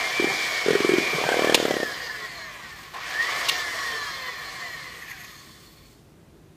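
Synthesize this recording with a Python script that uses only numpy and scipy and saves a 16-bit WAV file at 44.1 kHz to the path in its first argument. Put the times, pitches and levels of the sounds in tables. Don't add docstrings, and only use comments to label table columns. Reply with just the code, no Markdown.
import sys
import numpy as np
from scipy import signal
from scipy.fft import rfft, irfft
from scipy.io import wavfile
from scipy.ndimage import uniform_filter1d, map_coordinates

SR = 44100
rng = np.random.default_rng(int(sys.argv[2]) if len(sys.argv) > 2 else 0)


def nominal_scale(level):
    x = np.asarray(level, float) / 20
    return 10 ** x


def store_wav(level_fs):
    pcm = np.round(np.clip(np.atleast_2d(level_fs), -1, 1) * 32767)
    wavfile.write(sys.argv[1], SR, pcm.T.astype(np.int16))


N = 289291

# start_s, stop_s
POWER_SPELLS = [
    (0, 1.544),
    (2.936, 3.488),
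]
# pitch_hz, width_hz, lift_db
STEEL_RINGS = [(1663, 300, 18.5), (2300, 160, -1.5), (3210, 190, 13.5)]
EDGE_PITCH = 3.4


def rms_one(x):
    return x / np.sqrt(np.mean(x ** 2) + 1e-20)


def coloured(x, points):
    hz, db = np.transpose(points)
    grid = np.fft.rfftfreq(N + 4095, 1 / SR) + 1
    gain = nominal_scale(np.interp(np.log(grid), np.log(hz), db))
    return irfft(rfft(x, N + 4095) * gain)[:N]


def drift(rate, count=1):
    r = np.exp(-80 * np.pi * rate / SR)
    chance = rng.standard_normal((count, N // 40 + 2002))
    slow = signal.lfilter([1], [1, -2 * r, r * r], chance)[:, 2000:]
    return np.array([np.interp(np.arange(N) / 40, np.arange(len(v)), rms_one(v)) for v in slow])


def band(x, low_hz, high_hz):
    return signal.sosfilt(signal.butter(3, [low_hz, high_hz], "band", fs=SR, output="sos"), x)


def lifted(x, modes):
    for hz, width, db in modes:
        b, a = signal.iirpeak(hz, hz / width, fs=SR)
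        x = x + (nominal_scale(db) - 1) * signal.lfilter(b, a, x)
    return x


def swell(t, start, stop):
    return np.sin(np.pi * np.clip((t - start) / (stop - start), 0, 1)) ** .7


def casing(x):
    # pitch_hz, level_db (per Hz)
    colour = [(120, -47), (200, -21), (479, -13), (653, -15.5), (728, -12.5), (858, -20.5), (1070, -5),
              (1350, -14), (1880, -6.5), (2750, -10.5), (4260, 1.5), (10600, -26.5), (12500, -13),
              (15500, -4.5)]
    # pitch_hz, width_hz, lift_db
    resonances = [(484, 20, 4.5), (703, 210, 5.5), (1122, 186, 6.5), (1742, 116, 11.5), (1885, 44, 6.5),
                  (2360, 260, 8), (3137, 340, 7.5), (3480, 69, 6), (4540, 67, 3.5), (4830, 130, 3.5),
                  (5450, 580, 4), (6540, 810, 5.5), (12950, 3260, 8)]
    return lifted(coloured(x, colour), resonances)


def repeats(turns):
    # every_nth, lift_db
    standing_out = [
        (4, 2),
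        (12, 1),
        (36, 3),
    ]
    order, steps = np.arange(1, 133), 130
    db = sum(lift * (order % every == 0) for every, lift in standing_out)
    db = db - 1.2 * np.log2(1 + (order / 27) ** 2) - 4 * (order < 7) - 5 * (order < 26) + 1
    waver_db = 4.6 * rng.standard_normal((steps, len(order)))
    slip = np.cumsum(rng.standard_normal((steps, len(order))), axis=0)
    slip = slip * (.03 + order / 2500)
    lines = np.zeros((steps, 1025), complex)
    lines[:, order] = nominal_scale(db + waver_db - 3) * np.exp(2j * np.pi * (rng.random(len(order)) + slip))
    patterns = irfft(lines, 2048, axis=1) * 1024
    return map_coordinates(patterns, [np.linspace(0, steps - 1, N), turns % 1 * 2047], order=1)


def motor_noise(t, turns_hz, turns, powered):
    pulsing = 1 + 0.058 * np.sin(2 * np.pi * turns) + 0.071 * powered * np.sin(2 * np.pi * 100 * t)
    noise = rng.standard_normal(N) * pulsing * nominal_scale(0.7 * drift(42.0)[0])
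    settle = 9000
    coasting = (1 - powered) * (1 - uniform_filter1d(powered, size=settle, origin=settle // 2 - 1))
    under_power, coasting_free = .16, 1.1
    share = under_power + (coasting_free - under_power) * coasting * np.minimum(turns_hz / 85, 1)
    tones = np.sqrt(4 * share * turns_hz / SR) * repeats(turns)
    return casing((noise + tones) / np.sqrt(1 + share))


def whine(t, turns, speed_db, powered):
    # start_s, slot_db, far_lower_db, near_lower_db, upper_db (mains sidebands)
    loaded_whine = [(0, -33, -37, -46.5, -40.5), (.08, -51, -29.5, -53, -43), (.16, -32.5, -52, -41, -38),
                    (.28, -33, -32, -37, -38), (.42, -37.5, -40, -33, -41), (.55, -40.5, -63, -30.5, -48),
                    (.68, -48, -48.5, -36, -50), (.8, -41, -54, -39, -55.5), (.92, -40.5, -50, -34, -33),
                    (1.05, -39.5, -42, -31, -32.5), (1.15, -34, -49, -36, -41.5),
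                    (1.25, -48, -44, -43, -39), (1.4, -38, -37, -50, -56), (1.52, -43.5, -58, -37, -53)]
    side_offsets = [
        -200,
        -100,
        100,
    ]
    free_sides = [
        -48,
        -45,
        -47,
    ]
    # pitch_hz, width_hz, lift_db
    housing_rings = [(1720, 150, 15), (1860, 90, 5), (2055, 70, 10)]
    slope = 2.6
    s, slot_points, *side_points = np.transpose(loaded_whine)
    buried_db = -11 * (t < 1.72)
    loaded = t < POWER_SPELLS[0][1]
    free_db = np.where(powered > .5, 6.5, -0.0 + 1) + slope * speed_db
    slot_db = np.where(loaded, np.interp(t, s, slot_points), -53.5 + free_db + buried_db)
    waver, angle = drift(18.5, count=6), 2 * np.pi * turns
    sides = 0
    for k, (offset, db, free) in enumerate(zip(side_offsets, side_points, free_sides)):
        side_db = np.where(loaded, np.interp(t, s, db), free) + 2.0 * waver[k]
        sides = sides + nominal_scale(side_db) * np.sin(12 * angle + 2 * np.pi * offset * t + .8 * waver[k + 1])
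    sides = powered * np.where(loaded, 1, nominal_scale(slope * speed_db)) * sides
    slot = nominal_scale(1.5 * waver[3]) * np.sin(12 * angle + .7 * waver[0])
    fan = nominal_scale(3.0 * waver[4]) * np.sin(10 * angle) + nominal_scale(4.0 * waver[5] - 2) * np.sin(11 * angle)
    fan_db = -66 + buried_db + slope * speed_db
    slot_gain, fan_gain = uniform_filter1d(nominal_scale([slot_db, fan_db]), size=600)
    lines = np.sqrt(2) * (lifted(slot_gain * slot + fan_gain * fan, housing_rings) + sides)
    return rms_one(casing(lines)) * np.std(lines)


def panels(t):
    # start_s, stop_s, pitch_hz, width_hz
    turned = [(.2, .42, 760, 160), (0, .65, 3250, 300), (.5, .62, 1850, 120), (.7, .86, 2490, 40),
              (1.2, 1.4, 1560, 120), (1.35, 1.6, 1760, 100), (1.75, 2.5, 4470, 200), (1.75, 2.3, 4900, 150),
              (2.15, 2.5, 4210, 90), (2.93, 3.1, 1450, 500), (3.2, 3.5, 1150, 250), (4.6, 5.35, 1950, 300),
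              (4.95, 5.3, 2450, 300), (4.85, 5.5, 6500, 600), (4.9, 6.0, 4350, 160), (4.9, 5.95, 3480, 110),
              (3.28, 3.5, 2150, 350), (1.7, 2.3, 1860, 160), (3.5, 5.1, 4200, 130), (3.5, 4.3, 5500, 120),
              (3.5, 4.2, 6750, 120), (3.6, 4.0, 1080, 140), (4.85, 5.4, 12000, 2500), (2.93, 3.0, 800, 400)]
    panel_levels = [-35, -41.5, -33, -38.5, -33.5, -34, -50.5, -47, -48.5, -49, -36.5, -46.5, -51.5, -57.5,
                    -59.5, -63.5, -44.5, -42.5, -47.5, -50.5, -57, -43, -57.5, -39.5]
    noise, out = rng.standard_normal(N) * nominal_scale(3.5 * drift(30.0)[0]), 0
    for (start, stop, hz, width), db in zip(turned, panel_levels):
        ring = signal.iirpeak(hz, hz / width, fs=SR)
        rung = signal.lfilter(*ring, signal.lfilter(*ring, noise))
        out = out + nominal_scale(db) * swell(t, start, stop) * rms_one(rung)
    return out


def blooms(t, turns):
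    # start_s, stop_s, level_db
    coast_lines = [(1.67, 1.955, -35), (1.785, 2.306, -46.5), (1.823, 2.217, -59), (1.83, 2.1, -42),
                   (1.9, 2.32, -52), (1.928, 2.35, -62), (1.94, 2.217, -41), (1.962, 2.2, -57),
                   (1.969, 2.282, -55), (1.98, 2.47, -56), (1.992, 2.62, -50), (1.99, 2.186, -52),
                   (2.006, 2.347, -49.5), (2.02, 2.766, -48.5), (2.028, 2.477, -44.5),
                   (2.167, 2.715, -54.5), (2.213, 2.88, -63), (2.23, 2.585, -47), (2.287, 2.86, -63),
                   (2.34, 2.932, -59), (2.35, 2.57, -64), (2.4, 2.65, -55), (2.47, 2.69, -61.0),
                   (2.51, 2.89, -51), (2.52, 2.802, -54.0), (3.47, 3.735, -37), (3.504, 4.177, -38),
                   (3.6, 3.91, -50), (3.64, 3.91, -43), (3.68, 3.91, -45), (3.72, 4.144, -45),
                   (3.74, 4.357, -45), (3.79, 4.18, -40), (3.795, 4.09, -49.5), (3.82, 4.03, -39),
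                   (3.89, 4.09, -56), (3.91, 4.65, -42.5), (4.02, 4.212, -46), (4.033, 4.317, -43.5),
                   (4.06, 4.32, -40), (4.073, 4.34, -49), (4.113, 4.446, -50.5), (4.12, 4.873, -42.5),
                   (4.15, 4.7, -54), (4.203, 4.504, -42.5), (4.21, 4.67, -59), (4.24, 4.52, -52.0),
                   (4.433, 4.76, -51.0), (4.45, 4.89, -58), (4.47, 4.75, -43.5), (4.57, 4.99, -45),
                   (4.58, 4.8, -58), (4.767, 5.04, -57), (4.937, 5.25, -51), (5.03, 5.296, -59),
                   (5.2, 5.47, -57)]
    coast_multiples = [12, 13, 8, 23, 4, 14, 15, 12, 6, 10, 24, 9, 16, 20, 18, 7, 11, 23, 19, 12, 16, 13, 9,
                       25, 15, 10, 12, 4, 11, 13, 7, 8, 23, 3, 21, 13, 16, 9, 14, 24, 13, 4, 20, 10, 15, 6,
                       18, 7, 11, 18, 24, 5, 6, 25, 12, 24]
    # start_s, stop_s, level_db
    brush_lines = [(1.69, 2.08, -50.0), (1.7, 2.01, -64.0), (1.86, 2.19, -60.0), (2.02, 2.93, -64.0),
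                   (2.16, 2.74, -69.0), (2.17, 2.46, -57.0), (2.22, 2.48, -54.0), (2.23, 2.54, -65.0),
                   (2.23, 2.54, -57.0), (2.24, 2.64, -62.0), (2.26, 2.58, -70.0), (2.28, 2.53, -59.0),
                   (2.33, 2.8, -61.0), (2.39, 2.74, -55.0), (2.39, 2.72, -68.0), (2.46, 2.79, -63.0),
                   (2.51, 2.86, -63.0), (2.51, 2.93, -64.0), (2.52, 2.93, -59.0), (3.75, 5.06, -65.0),
                   (3.75, 4.04, -54.0), (3.82, 4.14, -49.0), (3.87, 4.18, -52.0), (3.96, 4.26, -71.0),
                   (4.04, 4.69, -62.0), (4.21, 4.51, -64.0), (4.24, 5.06, -63.0), (4.25, 4.6, -68.0),
                   (4.35, 4.77, -56.0), (4.39, 4.88, -64.0), (4.41, 4.73, -65.0), (4.52, 4.83, -69.0),
                   (4.59, 4.94, -63.0), (4.79, 5.24, -62.0), (4.96, 5.41, -56.0), (5.11, 5.38, -64.0)]
    brush_multiples = [36, 60, 48, 72, 64, 48, 45, 60, 42, 37, 68, 36, 29, 26, 70, 44, 60, 42, 36, 60, 37,
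                       36, 30, 72, 48, 51, 72, 64, 44, 52, 70, 76, 49, 42, 36, 72]
    # start_s, stop_s, level_db
    run_up = [(3.03, 3.14, -44), (3.125, 3.3, -32), (3.12, 3.3, -38), (3.28, 3.44, -43), (3.24, 3.42, -35),
              (3.27, 3.47, -40), (3.26, 3.45, -42)]
    run_up_pitches = [(12, 200), (12, 0), (12, 100), (12, 0), (13, 0), (10, 0), (12, -100)]
    # pitch_hz, level_db
    housing_pass = [(900, 0), (1100, 1), (1400, -4), (1750, 2), (1950, 1), (2200, -5), (2700, -8),
                    (3500, -8), (4300, -4), (9000, -1)]
    waver, out = drift(24.0, count=5), np.zeros(N)
    spans = [*coast_lines, *brush_lines, *run_up]
    pitches = [(k, 0) for k in [*coast_multiples, *brush_multiples]] + [*run_up_pitches]
    for k, ((start, stop, db), (multiple, offset)) in enumerate(zip(spans, pitches)):
        on = (t > start) & (t < stop)
        phase = 2 * np.pi * (multiple * turns[on] + offset * t[on])
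        phase = phase + (.6 + multiple / 40) * waver[(k + 1) % 5, on]
        pitch_hz = multiple * np.gradient(turns[on]) * SR + offset
        line_db = db + np.interp(pitch_hz, *np.transpose(housing_pass)) + 3 + 3.5 * waver[k % 5, on]
        out[on] += nominal_scale(line_db) * swell(t[on], start, stop) * np.sin(phase)
    return out


def jolt(t):
    after = np.clip(t - POWER_SPELLS[1][0], 0, 1)
    shape = (1 - np.exp(-after / 0.0214)) * np.exp(-after / 0.041)   # rise, fade in s
    return nominal_scale(-36.5) * shape / shape.max() * rms_one(casing(band(rng.standard_normal(N), 420, 1570)))


def motor():
    # start_s, turns_hz
    rotor_speed = [(0, 192.6), (.3, 195.5), (.75, 190.8), (1.2, 195), (1.545, 194.5), (1.8, 153),
                   (2, 127.2), (2.09, 118.8), (2.3, 102.5), (2.59, 81.6), (2.936, 56.8), (3.046, 104),
                   (3.1, 127), (3.142, 140), (3.2, 152.5), (3.3, 168.7), (3.4, 181.5), (3.488, 188),
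                   (3.6, 178), (3.8, 161), (4.17, 133.6), (4.43, 115.5), (4.73, 94.7), (5.03, 72.4),
                   (5.27, 55.5), (5.6, 33.5), (6.05, 8)]
    # start_s, nearness_db, vents_db (vents turned to the microphone)
    held = [(0, 2.5, -2), (.4, 1.1, 0), (.75, 3, -2), (1.2, 0, 1), (1.55, 0, 0.4), (1.9, 2.5, -2),
            (2.297, -1.2, -2), (2.9, -0.8, 0), (3.05, 1.5, -2.5), (3.45, 2.7, -1), (3.9, 3.5, -2.5),
            (4.15, -0.6, -1), (4.55, 1.5, -2.5), (5.1, -1.5, -0.5), (5.4, -5.5, 4.5), (5.65, -8.5, 7.5),
            (5.85, -10, 6), (6.1, -5, 13)]
    # low_hz, high_hz
    layer_bands = [
        (900, 1450),
        (1450, 2080),
        (2080, 2800),
        (250, 900),
        (2800, 7500),
        (7500, 10800),
        (10800, 15500),
        (3200, 6500),
    ]
    # full_speed_db, slope (dB per dB of speed), power_db, pressing_db, share of the vents
    layer_laws = [(-36.5, 1.0, 1, 5, 0.065), (-35, 1.0, 1.5, 0, 0.044), (-40, 0.83, 2.5, 3.5, 0.11),
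                  (-39, 1.66, 0.9, 8, .05), (-35.5, 1.5, -0.45, -3.5, 1.35), (-45, 1, 0.5, -0.5, 1.57),
                  (-49.5, 0.65, -1.25, 2.5, 1.1), (-62, 0.03, 8.5, 9, 0.72)]
    t = np.arange(N) / SR
    s, near, vents = np.transpose(held)
    turns_hz = uniform_filter1d(np.interp(t, *np.transpose(rotor_speed)), size=1500)
    powered = uniform_filter1d(sum((t >= a) & (t < b) for a, b in POWER_SPELLS) * 1., size=200)
    speed_db = 20 * np.log10(turns_hz / 194)
    near_db = np.interp(t, s, near) - 26.5 * np.clip((t - 5.904) / 0.27, 0, 1)
    vents_db = np.interp(t, s, vents)
    pressed = np.interp(t, [0.75, 1.41, 1.85], [0, 1, 0])
    turns = np.cumsum(turns_hz) / SR
    inside = motor_noise(t, turns_hz, turns, powered)
    plain = casing(rng.standard_normal(N))
    out = 0
    for (low, high), (full_db, slope, power_db, press_db, open_share) in zip(layer_bands, layer_laws):
        db = full_db + slope * speed_db + power_db * powered + press_db * pressed
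        db = db + near_db + open_share * vents_db + 1.05 * drift(8.5)[0]
        out = out + nominal_scale(db) * band(inside, low, high) / np.std(band(plain, low, high))
    return out + whine(t, turns, speed_db, powered) + jolt(t) + blooms(t, turns) + panels(t)


def room_tone():
    # pitch_hz, level_db
    room_colour = [(15, -46), (25, -29), (48, 0.5), (91, -3.5), (164, 1), (188, -7), (233, -5), (267, -8),
                   (331, -5.5), (421, -8.5), (509, -16), (552, -14), (970, -20.5), (15500, -38.5)]
    air = nominal_scale(-52) * rms_one(coloured(rng.standard_normal(N), room_colour))
    hum_hz = 49.7
    return air + nominal_scale(-68) * rms_one(band(rng.standard_normal(N), hum_hz - 6, hum_hz + 6))


def knocks(rows, sign, lag_s, boom_db, rise_s, damping, spatter_db, spatter_s, edge_db):
    out, t = np.zeros(N), np.arange(round(.15 * SR)) / SR
    spatter = rms_one(lifted(band(rng.standard_normal(N), 810, 8300), STEEL_RINGS))
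    rise = 1 - np.exp(-t / rise_s)
    for s, db, hz, t60 in rows:
        i = round((s + lag_s) * SR)
        ring = np.sin(2 * np.pi * hz * t) * nominal_scale(-60 * (t / max(t60, .004)) ** damping)
        whole_bowl = nominal_scale(boom_db) * np.sin(2 * np.pi * 300 * t) * nominal_scale(-60 * t / 0.03)
        edge = nominal_scale(edge_db) * np.sin(2 * np.pi * EDGE_PITCH * hz * t) * nominal_scale(-60 * (t / 0.0086) ** 2)
        flung = nominal_scale(spatter_db) * spatter[i:i + len(t)] * np.exp(-t / spatter_s)
        out[i:i + len(t)] += nominal_scale(db) * rise * (sign * (ring + whole_bowl - edge) + flung)
    return signal.sosfilt(signal.butter(3, 135, "high", fs=SR, output="sos"), out)


def wall_knocks():
    # start_s, peak_db, pitch_hz, t60_s
    strikes = [(0.196, -11, 362, 0.0204), (0.222, -15.5, 384, 0.019), (0.241, -10, 348, 0.015),
               (0.269, -17.5, 375, 0.013), (0.287, -30.5, 390, 0.13), (0.66, -12.5, 405, 0.018),
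               (0.682, -7, 416, 0.021), (0.704, -7.5, 434, 0.025), (0.730, -11, 395, 0.014),
               (0.7504, -8, 400, 0.027), (0.802, -10, 365, 0.011), (0.845, -7.5, 370, 0.02),
               (0.89, -7.5, 380, 0.025), (0.916, -13, 366, 0.024), (0.934, -8.5, 362, 0.031),
               (0.957, -21.5, 382, 0.039), (0.981, -7.5, 338, 0.012), (1.003, -24, 394, 0.034),
               (1.131, -18, 430, 0.018), (1.16, -26, 437, 0.0234), (1.182, -17.5, 426, 0.021)]
    return knocks(strikes, -0.84, lag_s=0.001365, boom_db=-13.5, rise_s=0.00049, damping=1.96,
                  spatter_db=-17, spatter_s=0.0084, edge_db=-18)


def table_thuds():
    # start_s, peak_db
    thuds = [
        (0.302, -25),
        (0.698, -16.5),
        (0.905, -24),
        (1.139, -15.5),
        (1.248, -18),
        (1.699, -18),
    ]
    rows = [(s, db, 156, 0.071) for s, db in thuds]
    return knocks(rows, 1.0, lag_s=0.00063, boom_db=-19.5, rise_s=0.007, damping=0.95,
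                  spatter_db=-40, spatter_s=.005, edge_db=-40)


def bottom_knocks():
    # crest_s, level_db, pitch_hz
    crests = [(1.2153, -17, 480), (1.2395, -11, 650), (1.2672, -21, 590), (1.2903, -8.5, 610),
              (1.3194, -12, 490), (1.3433, -10, 550), (1.37, -13.5, 447), (1.394, -8.5, 476),
              (1.4217, -11, 426), (1.4462, -7, 460), (1.4731, -11.5, 417), (1.4969, -7, 450),
              (1.5243, -10.5, 420), (1.5481, -7, 423), (1.5775, -16, 440), (1.6011, -10.5, 470),
              (1.6281, -13.5, 418), (1.6535, -8.5, 434), (1.683, -15, 420), (1.7092, -9, 440),
              (1.7408, -14.5, 396), (1.768, -13, 425), (1.8018, -17, 407), (1.8315, -12.5, 457)]
    out, t = np.zeros(N), np.arange(-400, 2000) / SR
    spatter = rms_one(lifted(band(rng.standard_normal(N), 790, 8200), STEEL_RINGS))
    chance = rng.standard_normal((len(crests), 2))
    for (s, db, hz), (strength, late) in zip(crests, chance):
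        i = round(s * SR) - 400
        bell = np.exp(-(t * hz / np.where(t < 0, .45, 0.74)) ** 2)
        blow = bell * (np.cos(2 * np.pi * hz * t) + 0.15 * np.sin(2 * np.pi * hz * t))
        blow = blow - bell * blow.sum() / bell.sum()
        edge = nominal_scale(-8.5) * np.exp(-(t / 0.00027) ** 2) * np.cos(2 * np.pi * EDGE_PITCH * hz * t)
        back = t - 0.00444 * (1 + .1 * late)
        rebound = np.exp(-(back / 0.0019) ** 2) * np.cos(2 * np.pi * 1.47 * hz * back)
        rebound = nominal_scale(-12.5 + 2 * strength) * rebound
        flung = nominal_scale(-16) * spatter[i:i + len(t)] * np.exp(-np.abs(t) / np.where(t < 0, .0003, .008))
        out[i:i + len(t)] += nominal_scale(db) * (blow + edge + rebound + flung)
    return out


def switch():
    # start_s, peak_db, rise_s, rattle_s
    snaps = [
        (1.5435, -15, 0.00114, 0.01),
        (2.831, -47, .002, 0.0064),
        (2.937, -46.5, 0.001034, 0.0129),
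        (2.966, -44, 0.0015, 0.0041),
        (3.224, -38, .002, 0.0038),
        (3.484, -22, 0.0053, 0.015),
        (5.781, -60.5, 0.002, 0.0069),
    ]
    # pitch_hz, level_db (per Hz)
    snap_colour = [(530, -41), (900, 13), (1530, -3), (2270, 1), (3340, 4.5), (4100, 9.5), (13200, -5.5),
                   (15200, -6.5), (16000, -47)]
    # pitch_hz, width_hz, lift_db
    slider_rings = [(2287, 200, 12.5), (2820, 134, 12.5), (3560, 270, 10.5), (6800, 190, 0.5)]
    t = np.arange(N) / SR
    uneven_db = 1.7 * rng.standard_normal(N // 30 + 1).repeat(30)[:N]
    impacts = rng.standard_normal(N) * nominal_scale(uneven_db)
    shape = 0
    for s, db, rise, rattle in snaps:
        after = t - s
        fade = np.exp(-np.clip(after - rise, 0, 1) / (4.7 * rattle) - np.clip(after - rattle, 0, 1) / 0.003)
        shape = shape + nominal_scale(db + 4.5) * np.clip(after / rise, 0, 1) * fade
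    return shape * rms_one(lifted(coloured(impacts, snap_colour), slider_rings))


def kitchen(x):
    t = np.arange(round(.5 * SR)) / SR
    tail = band(rng.standard_normal(len(t)), 76, 7700) * nominal_scale(-60 * t / 0.65) * (t > .006)
    return signal.fftconvolve(x, tail / np.sqrt(np.sum(tail ** 2)))[:N]


def scene():
    blows = wall_knocks() + bottom_knocks() + table_thuds() + switch()
    return (motor() + blows + nominal_scale(-16) * kitchen(blows) + room_tone())[None]


def band_limit(x):
    return signal.sosfilt(signal.butter(12, 16420, fs=SR, output="sos"), x)


def record(dry):
    dry = signal.sosfilt(signal.butter(3, 42, "high", fs=SR, output="sos"), dry)
    dry = 1.1 * np.tanh(dry / 1.1)
    dry = signal.sosfilt(signal.cheby2(12, 40, 15450, fs=SR, output="sos"), dry)
    return band_limit(dry)


dry = scene()
out = record(dry)
store_wav(out)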